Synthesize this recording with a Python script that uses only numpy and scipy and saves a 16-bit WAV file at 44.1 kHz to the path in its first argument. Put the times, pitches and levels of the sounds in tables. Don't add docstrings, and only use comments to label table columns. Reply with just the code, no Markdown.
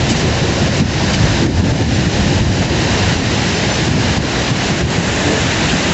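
import sys
import numpy as np
from scipy import signal
from scipy.fft import rfft, irfft
from scipy.io import wavfile
from scipy.ndimage import uniform_filter1d

SR = 44100
rng = np.random.default_rng(int(sys.argv[2]) if len(sys.argv) > 2 else 0)


def magnitude_from_level(level_db):
    exponent = np.asarray(level_db, float) / 20
    return 10 ** exponent


def wrap_up_sound(samples):
    columns = np.atleast_2d(samples).T
    tamed = np.clip(columns, -1, 1)
    steps = np.round(tamed * 32767).astype(np.int16)
    wavfile.write(sys.argv[1], SR, steps)


N = 261513

# f/Hz, width/Hz, level/dB
MOAN_BANDS = [(444, 21, -2.5), (638, 23, -4), (1728, 55, -11)]
MOAN_START_S, MOAN_LENGTH_S, MOAN_DB = 5.16, .29, -23

# t/s, low f/Hz, high f/Hz, level/dB
HISS_SPLITS = [(.33, 4150, 5200, -36), (1.955, 6250, 7700, -36), (3.19, 6250, 7700, -39),
               (3.559, 6300, 7700, -37), (3.72, 5650, 6900, -33), (3.745, 5150, 6350, -36),
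               (3.745, 6900, 8300, -41), (3.86, 6900, 8300, -38), (5.305, 6860, 8300, -39)]

# f/Hz, width/Hz, level/dB
FITTING_MODES = [(2270, 60, -6), (2990, 45, -2), (3750, 60, -6), (4720, 50, -2), (5100, 120, -7),
                 (5720, 120, -6), (6560, 45, -6), (6970, 45, -10), (7445, 22, -9), (7745, 30, -13)]
# t/s, level/dB, length/s, brightness/(dB/octave), tick over ringing/dB
RATTLES = [
    (0.086, -21.5, 0.037, 2, -3),
    (0.157, -28, 0.026, 6, 15),
    (0.181, -28.5, 0.036, 1, 8),
    (0.767, -28, 0.016, -4, 12),
    (1.131, -20, 0.02, -6, -6),
]

# t/s, depth/dB, fall/s, hold/s, recovery/s
DUCKS = [(0.68, 3.3, 0.01, 0.016, 0.016), (0.803, 8.7, 0.021, 0.024, 0.08),
         (1.151, 1.8, 0.012, 0.028, 0.015), (1.427, 3.8, 0.032, 0.002, 0.015),
         (1.466, 8.3, 0.008, 0.059, 0.057), (1.602, 6.6, 0.012, 0.002, 0.065),
         (1.712, 4.4, 0.014, 0.002, 0.147), (1.827, 3.4, 0.009, 0.047, 0.015),
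         (2.062, 3.4, 0.004, 0.018, 0.019), (2.391, 5.0, 0.043, 0.046, 0.13),
         (2.657, 4.6, 0.009, 0.001, 0.057), (3.13, 4.0, 0.058, 0.018, 0.084),
         (3.883, 2.9, 0.004, 0.098, 0.017), (4.176, 8.3, 0.012, 0.002, 0.066),
         (4.509, 5.1, 0.014, 0.001, 0.042), (4.713, 2.3, 0.006, 0.015, 0.148),
         (4.813, 6.6, 0.013, 0.049, 0.024), (4.957, 3.5, 0.049, 0.003, 0.033)]

# f/Hz, density/dB
THUMP_COLOUR = [(20, -22.5), (40, -24.5), (60, 3.5), (95, 12), (130, 7), (180, -15.5), (300, -64.5)]
FLUTTER_COLOUR = [(60, -24), (120, -7.5), (160, 0), (230, -3.5), (290, -9), (380, -18.5), (700, -64)]
RUSH_COLOUR = [(180, -23), (270, 1.5), (340, 5.5), (450, -3), (560, -5), (800, -46)]
# centre f/Hz, level at breeze 0/dB, share of breeze, share of ducking
WIND_LAYERS = [
    (95, -18.5, 1.27, 0.3),
    (175, -19.5, 0.48, 0.21),
    (330, -25.5, .1, 0.35),
]
# t/s, level/dB
BREEZE = [(0, -1), (.6, -0.5), (1, 0), (1.5, 1), (1.9, 1), (2.2, -2), (2.5, 2.5), (2.9, -1.5), (3.3, -0.5),
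          (3.7, -3.5), (3.95, 0), (4.3, -3.5), (4.5, -6), (5.0, -4.5), (5.5, -2), (5.93, -4.5)]
# t/s, swell/dB, centre f/Hz, length/s
BUFFETS = [(0.044, 2.5, 95, 0.048), (.11, 5.5, 175, 0.055), (.22, 3, 253, 0.062), (0.296, 4.5, 100, .08),
           (.49, 5, 330, 0.094), (.64, 5, 226.5, 0.12), (0.815, 7, 178, 0.041), (1.16, 3, 179, .08),
           (1.261, 4, 127, 0.043), (1.446, 8.5, 330, 0.12), (1.6, 5.5, 107, 0.094), (1.717, 4.5, 95, .08),
           (1.812, 9.5, 280, 0.053), (2.01, 4.5, 109, 0.12), (2.08, 4.5, 179, 0.045), (2.2, 8, 105, 0.076),
           (2.31, 4.5, 210, 0.13), (2.41, 7, 99, 0.054), (2.75, 5, 330, 0.13), (3.016, 2.5, 95, 0.068),
           (3.932, 3.5, 152, 0.14), (4.19, 9.5, 111, 0.028), (4.38, 1, 110, .05), (4.52, 11.5, 118, 0.044),
           (4.72, 7.5, 165, 0.055), (4.84, 11, 101, 0.086), (4.99, 5.5, 180, 0.047), (5.25, 4, 298, 0.24),
           (5.73, 5.5, 215, 0.064), (5.9, 6, 240, .06)]
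REACH_OCTAVES, LUMPS_DB = .7, 1.67
EDDY_DB = -29.5

# t/s, level/dB, length/s, centre f/Hz, spread/octaves
SPLASHES = [
    (5.497, -32, 0.057, 2200, 0.44),
    (5.682, -22, 0.032, 3000, 0.162),
]

# f/Hz, density/dB
WHITEWATER_COLOUR = [(60, -31), (250, -5), (550, 5.5), (900, 2), (1800, -1), (3000, -3.5), (5000, -6.5),
                     (7300, -10.5), (7700, -16), (8000, -29.5), (8300, -38.5), (8600, -67)]
# f/Hz, width/Hz, level/dB
HOUSING = [(1214, 290, -4.5), (1810, 300, 2), (2350, 180, 0), (2850, 410, 2), (3350, 310, -1.5),
           (3910, 500, 1.5), (4640, 250, -1.5), (4740, 150, 2)]
# t/s, level/dB, tilt/(dB/octave), under-deck churn/dB
ROAR = [(0, -21, -0.3, -1.5), (.3, -22.5, 0.2, 2), (.6, -21.5, 0, 0.5), (1, -21, 0.5, 2.5),
        (1.4, -21.5, 0.6, 1.5), (1.7, -23, 0.9, 7.5), (2, -22, 0.05, -1.5), (2.35, -22, 1, 4.5),
        (2.9, -19.5, 0.25, 0.9), (3.3, -19.5, -0.04, -1.8), (3.9, -20.5, -0.1, -1), (4.45, -20, -0.1, -1),
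        (4.75, -19.5, 0.76, 0.5), (5.25, -19.5, 2.3, 4.5), (5.5, -18, 0.7, -2), (5.93, -17.5, 0.9, -1.5)]
# t/s, dip and hump factor, treble scoop/dB, deck-face ridge/dB
SHADE = [(0, 1.1, 0.3, -2), (1, 1.1, 2, 0.6), (1.8, 1.4, 1.3, 0.5), (2.8, 1.4, 0.5, 0),
         (3.8, 1.1, 0.9, -0.3), (4.6, .9, 0, 0.5), (5.1, 0.95, -4, 1), (5.5, 0.92, -2.5, 1),
         (5.93, 0.81, -3.5, -0.7)]

EDGE_HZ = 8320


def evened(x):
    return x / np.sqrt(np.mean(x ** 2) + 1e-20)


def steadied(x, share=.42, size=1500):
    power = abs(uniform_filter1d(x ** 2, size))
    return evened(x / (power + .02) ** (share / 2))


def read(points, hz):
    f, value = np.transpose(points)
    return np.interp(np.log(hz + 1), np.log(f + 1), value)


def follow(rows, t):
    s, *columns = np.transpose(rows)
    return [np.interp(t, s, c) for c in columns]


def grid(size):
    frames = np.arange(N * 4 // size + 5)
    return np.fft.rfftfreq(size, 1 / SR)[:, None], frames * size / 4 / SR


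def shaped(field_db, size):
    a, b = rng.standard_normal(field_db.shape[::-1] + (2,)).T
    spectra = (a + 1j * b) * magnitude_from_level(field_db)
    return evened(signal.istft(spectra, nperseg=size, noverlap=size * 3 // 4)[1][:N])


def patches(shape, tall, long):
    field = rng.standard_normal(shape[::-1]).T
    return evened(uniform_filter1d(uniform_filter1d(field, tall, axis=0), long, axis=1))


def water_colour(hz, depth=1):
    humps_db = sum(db * np.exp(-2 * ((hz - f) / width) ** 2) for f, width, db in HOUSING)
    return read(WHITEWATER_COLOUR, hz) + depth * humps_db


def moan():
    out, length = np.zeros(N), round(MOAN_LENGTH_S * SR)
    size = 16384
    hz = np.fft.rfftfreq(size, 1 / SR)
    colour = sum(magnitude_from_level(db) / (1 + ((hz - f) / width * 2) ** 2) for f, width, db in MOAN_BANDS)
    sound = steadied(evened(irfft(rfft(rng.standard_normal(size)) * colour)))
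    fade = signal.windows.tukey(length, .5)
    out[round(MOAN_START_S * SR):][:length] = magnitude_from_level(MOAN_DB) * sound[:length] * fade
    return out


def splits():
    out, length = np.zeros(N), 1700
    hz = np.fft.rfftfreq(length, 1 / SR)
    hiss = rng.standard_normal((len(HISS_SPLITS), length))
    for (s, low_hz, high_hz, db), noise in zip(HISS_SPLITS, hiss):
        inside = (hz > low_hz) * (hz < high_hz)
        band = irfft(rfft(noise) * inside * magnitude_from_level(.6 * water_colour(hz)), length)
        burst = evened(band) * np.sqrt(2) * np.hanning(length)
        out[round(s * SR) - length // 2:][:length] += magnitude_from_level(db) * burst
    return out


def rattles():
    size = 4000
    out, knocks = np.zeros(N), rng.standard_normal((len(RATTLES), len(FITTING_MODES) + 1, size))
    t = np.arange(size) / SR
    hz, width_hz, mode_db = np.transpose(FITTING_MODES)[:, :, None]
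    rings = np.sin(2 * np.pi * hz * t) * np.exp(-np.pi * width_hz * t)
    tick_band = signal.butter(6, [2600, 7100], "bandpass", fs=SR, output="sos")
    for (s, db, length, bright_db, tick_db), noise in zip(RATTLES, knocks):
        shaken = noise * np.sin(np.pi * np.clip(t / length, 0, 1)) ** .5
        modes = signal.fftconvolve(shaken[1:], rings, axes=1)[:, :size]
        modes /= np.linalg.norm(modes, axis=1, keepdims=True)
        modes *= magnitude_from_level(mode_db + bright_db * np.log2(hz / 4000))
        tick = signal.sosfilt(tick_band, shaken[0])
        sound = modes.sum(0) + magnitude_from_level(tick_db) * tick / np.linalg.norm(tick)
        rms = np.sqrt(np.mean(sound[t < length] ** 2))
        out[round(s * SR):][:size] += magnitude_from_level(db) * sound / rms
    return out


def duck_db(t):
    s, depth_db, fall, hold, recovery = np.transpose(DUCKS)[:, :, None]
    down = np.clip((t - s) / fall, 0, 1)
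    back = np.exp(-np.maximum(t - s - fall - hold, 0) / recovery)
    return -np.sum(depth_db * down * back, axis=0)


def port_db(t, hz, level_db, breeze_share, duck_share):
    s, swell_db, centre_hz, length = np.transpose(BUFFETS)[:, :, None]
    near = np.exp(-(np.log2(centre_hz / hz) / REACH_OCTAVES) ** 2)
    buffets_db = np.sum(swell_db * near * np.exp(-(2 * (t - s) / length) ** 2), axis=0)
    lumps_db = LUMPS_DB * patches((1, len(t)), tall=1, long=60)[0]
    breeze_db = breeze_share * follow(BREEZE, t)[0]
    return level_db + breeze_db + buffets_db + lumps_db + duck_share * duck_db(t)


def wind():
    hz, t = grid(size=2048)
    coarse_s, fine_s = np.arange(0, N, 32) / SR, np.arange(N) / SR
    out = np.zeros(N)
    for layer, colour in zip(WIND_LAYERS, (THUMP_COLOUR, FLUTTER_COLOUR, RUSH_COLOUR)):
        noise = shaped(read(colour, hz) + 0 * t, size=2048)
        noise = steadied(steadied(noise, share=1.0, size=6000))
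        out += magnitude_from_level(np.interp(fine_s, coarse_s, port_db(coarse_s, *layer))) * noise
    return out


def eddies():
    out = np.zeros(N + SR)
    for (s, swell_db, hz, length), phase in zip(BUFFETS, rng.random((len(BUFFETS), 1))):
        t = np.arange(-length, length, 1 / SR)
        turns = hz * t * (1 - .06 * t / length) + phase
        swing = np.sin(2 * np.pi * turns) * np.exp(-(2 * t / length) ** 2)
        start = round((s - length) * SR)
        skip = max(-start, 0)
        out[max(start, 0):][:len(t) - skip] += magnitude_from_level(EDDY_DB + swell_db) * swing[skip:]
    return out[:N]


def splashes():
    out, drops = np.zeros(N), rng.standard_normal((len(SPLASHES), 24, 3))
    for (s, db, length, hz, octaves), (pitch, size, phase) in zip(SPLASHES, drops.transpose(0, 2, 1)):
        t = np.arange(0, length, 1 / SR)
        drop_hz = np.minimum(hz * 2 ** (octaves * pitch), 7600)
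        rings = np.sin(2 * np.pi * np.outer(drop_hz, t) + 9 * phase[:, None])
        cluster = evened(magnitude_from_level(4.7 * size) @ rings)
        out[round(s * SR):][:len(t)] += magnitude_from_level(db) * cluster * signal.windows.tukey(len(t), .5)
    return out


def bubbles(per_s=900, cycles=9, spread_db=1.5):
    size = magnitude_from_level(spread_db * np.minimum(rng.exponential(1, N), 4)) * (rng.random(N) < per_s / SR)
    kind, out = rng.integers(0, 30, N), np.zeros(N)
    for k, hz in enumerate(np.geomspace(350, 7200, 30)):
        turns = np.arange(0, 3 * cycles, hz / SR)
        envelope = turns * np.exp(-3 * turns / cycles)
        ring = np.sin(2 * np.pi * turns * (1 + 0.0034 * turns)) * envelope
        ring *= magnitude_from_level(water_colour(hz)) * np.sqrt(hz) / np.sqrt(np.sum(ring ** 2))
        out += signal.oaconvolve(size * (kind == k), ring)[:N]
    return evened(out)


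def whitewater():
    hz, t = grid(size=512)
    _, tilt_db, churn_db = follow(ROAR, t)
    depth, scoop_db, ridge_db = follow(SHADE, t)
    field_db = water_colour(hz, depth) + tilt_db * np.log2((hz + 50) / 3000)
    field_db = field_db + scoop_db * np.exp(-2 * ((hz - 5000) / 2200) ** 2)
    field_db = field_db + ridge_db * np.exp(-2 * ((hz - 1700) / 550) ** 2)
    field_db = field_db + churn_db / (1 + (hz / 1100) ** 4)
    drift_db = 0.53 * patches(field_db.shape, tall=6, long=20)
    flicker_db = 0.42 * patches(field_db.shape, tall=60, long=5)
    return shaped(field_db + drift_db + flicker_db, size=512)


def scene():
    coarse_s, t = np.arange(0, N, 32) / SR, np.arange(N) / SR
    roar_db = follow(ROAR, t)[0] + np.interp(t, coarse_s, duck_db(coarse_s))
    water = magnitude_from_level(roar_db) * (magnitude_from_level(2.0) * whitewater() + magnitude_from_level(-12) * bubbles())
    air = wind() + eddies() + moan()
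    return np.tile(water + splashes() + rattles() + air, (2, 1))


def roll_off(x):
    return signal.sosfilt(signal.butter(12, 8800, fs=SR, output="sos"), x)


def record(dry):
    ceiling = 1.15
    held = ceiling * np.tanh(dry / ceiling)
    lowpass = signal.firwin(1023, EDGE_HZ, window=("kaiser", 9), fs=SR)
    held = signal.oaconvolve(held, lowpass[None], "same")
    mix = held + splits() * np.array([[1], [-1]])
    return roll_off(mix)


dry = scene()
out = record(dry)
wrap_up_sound(out)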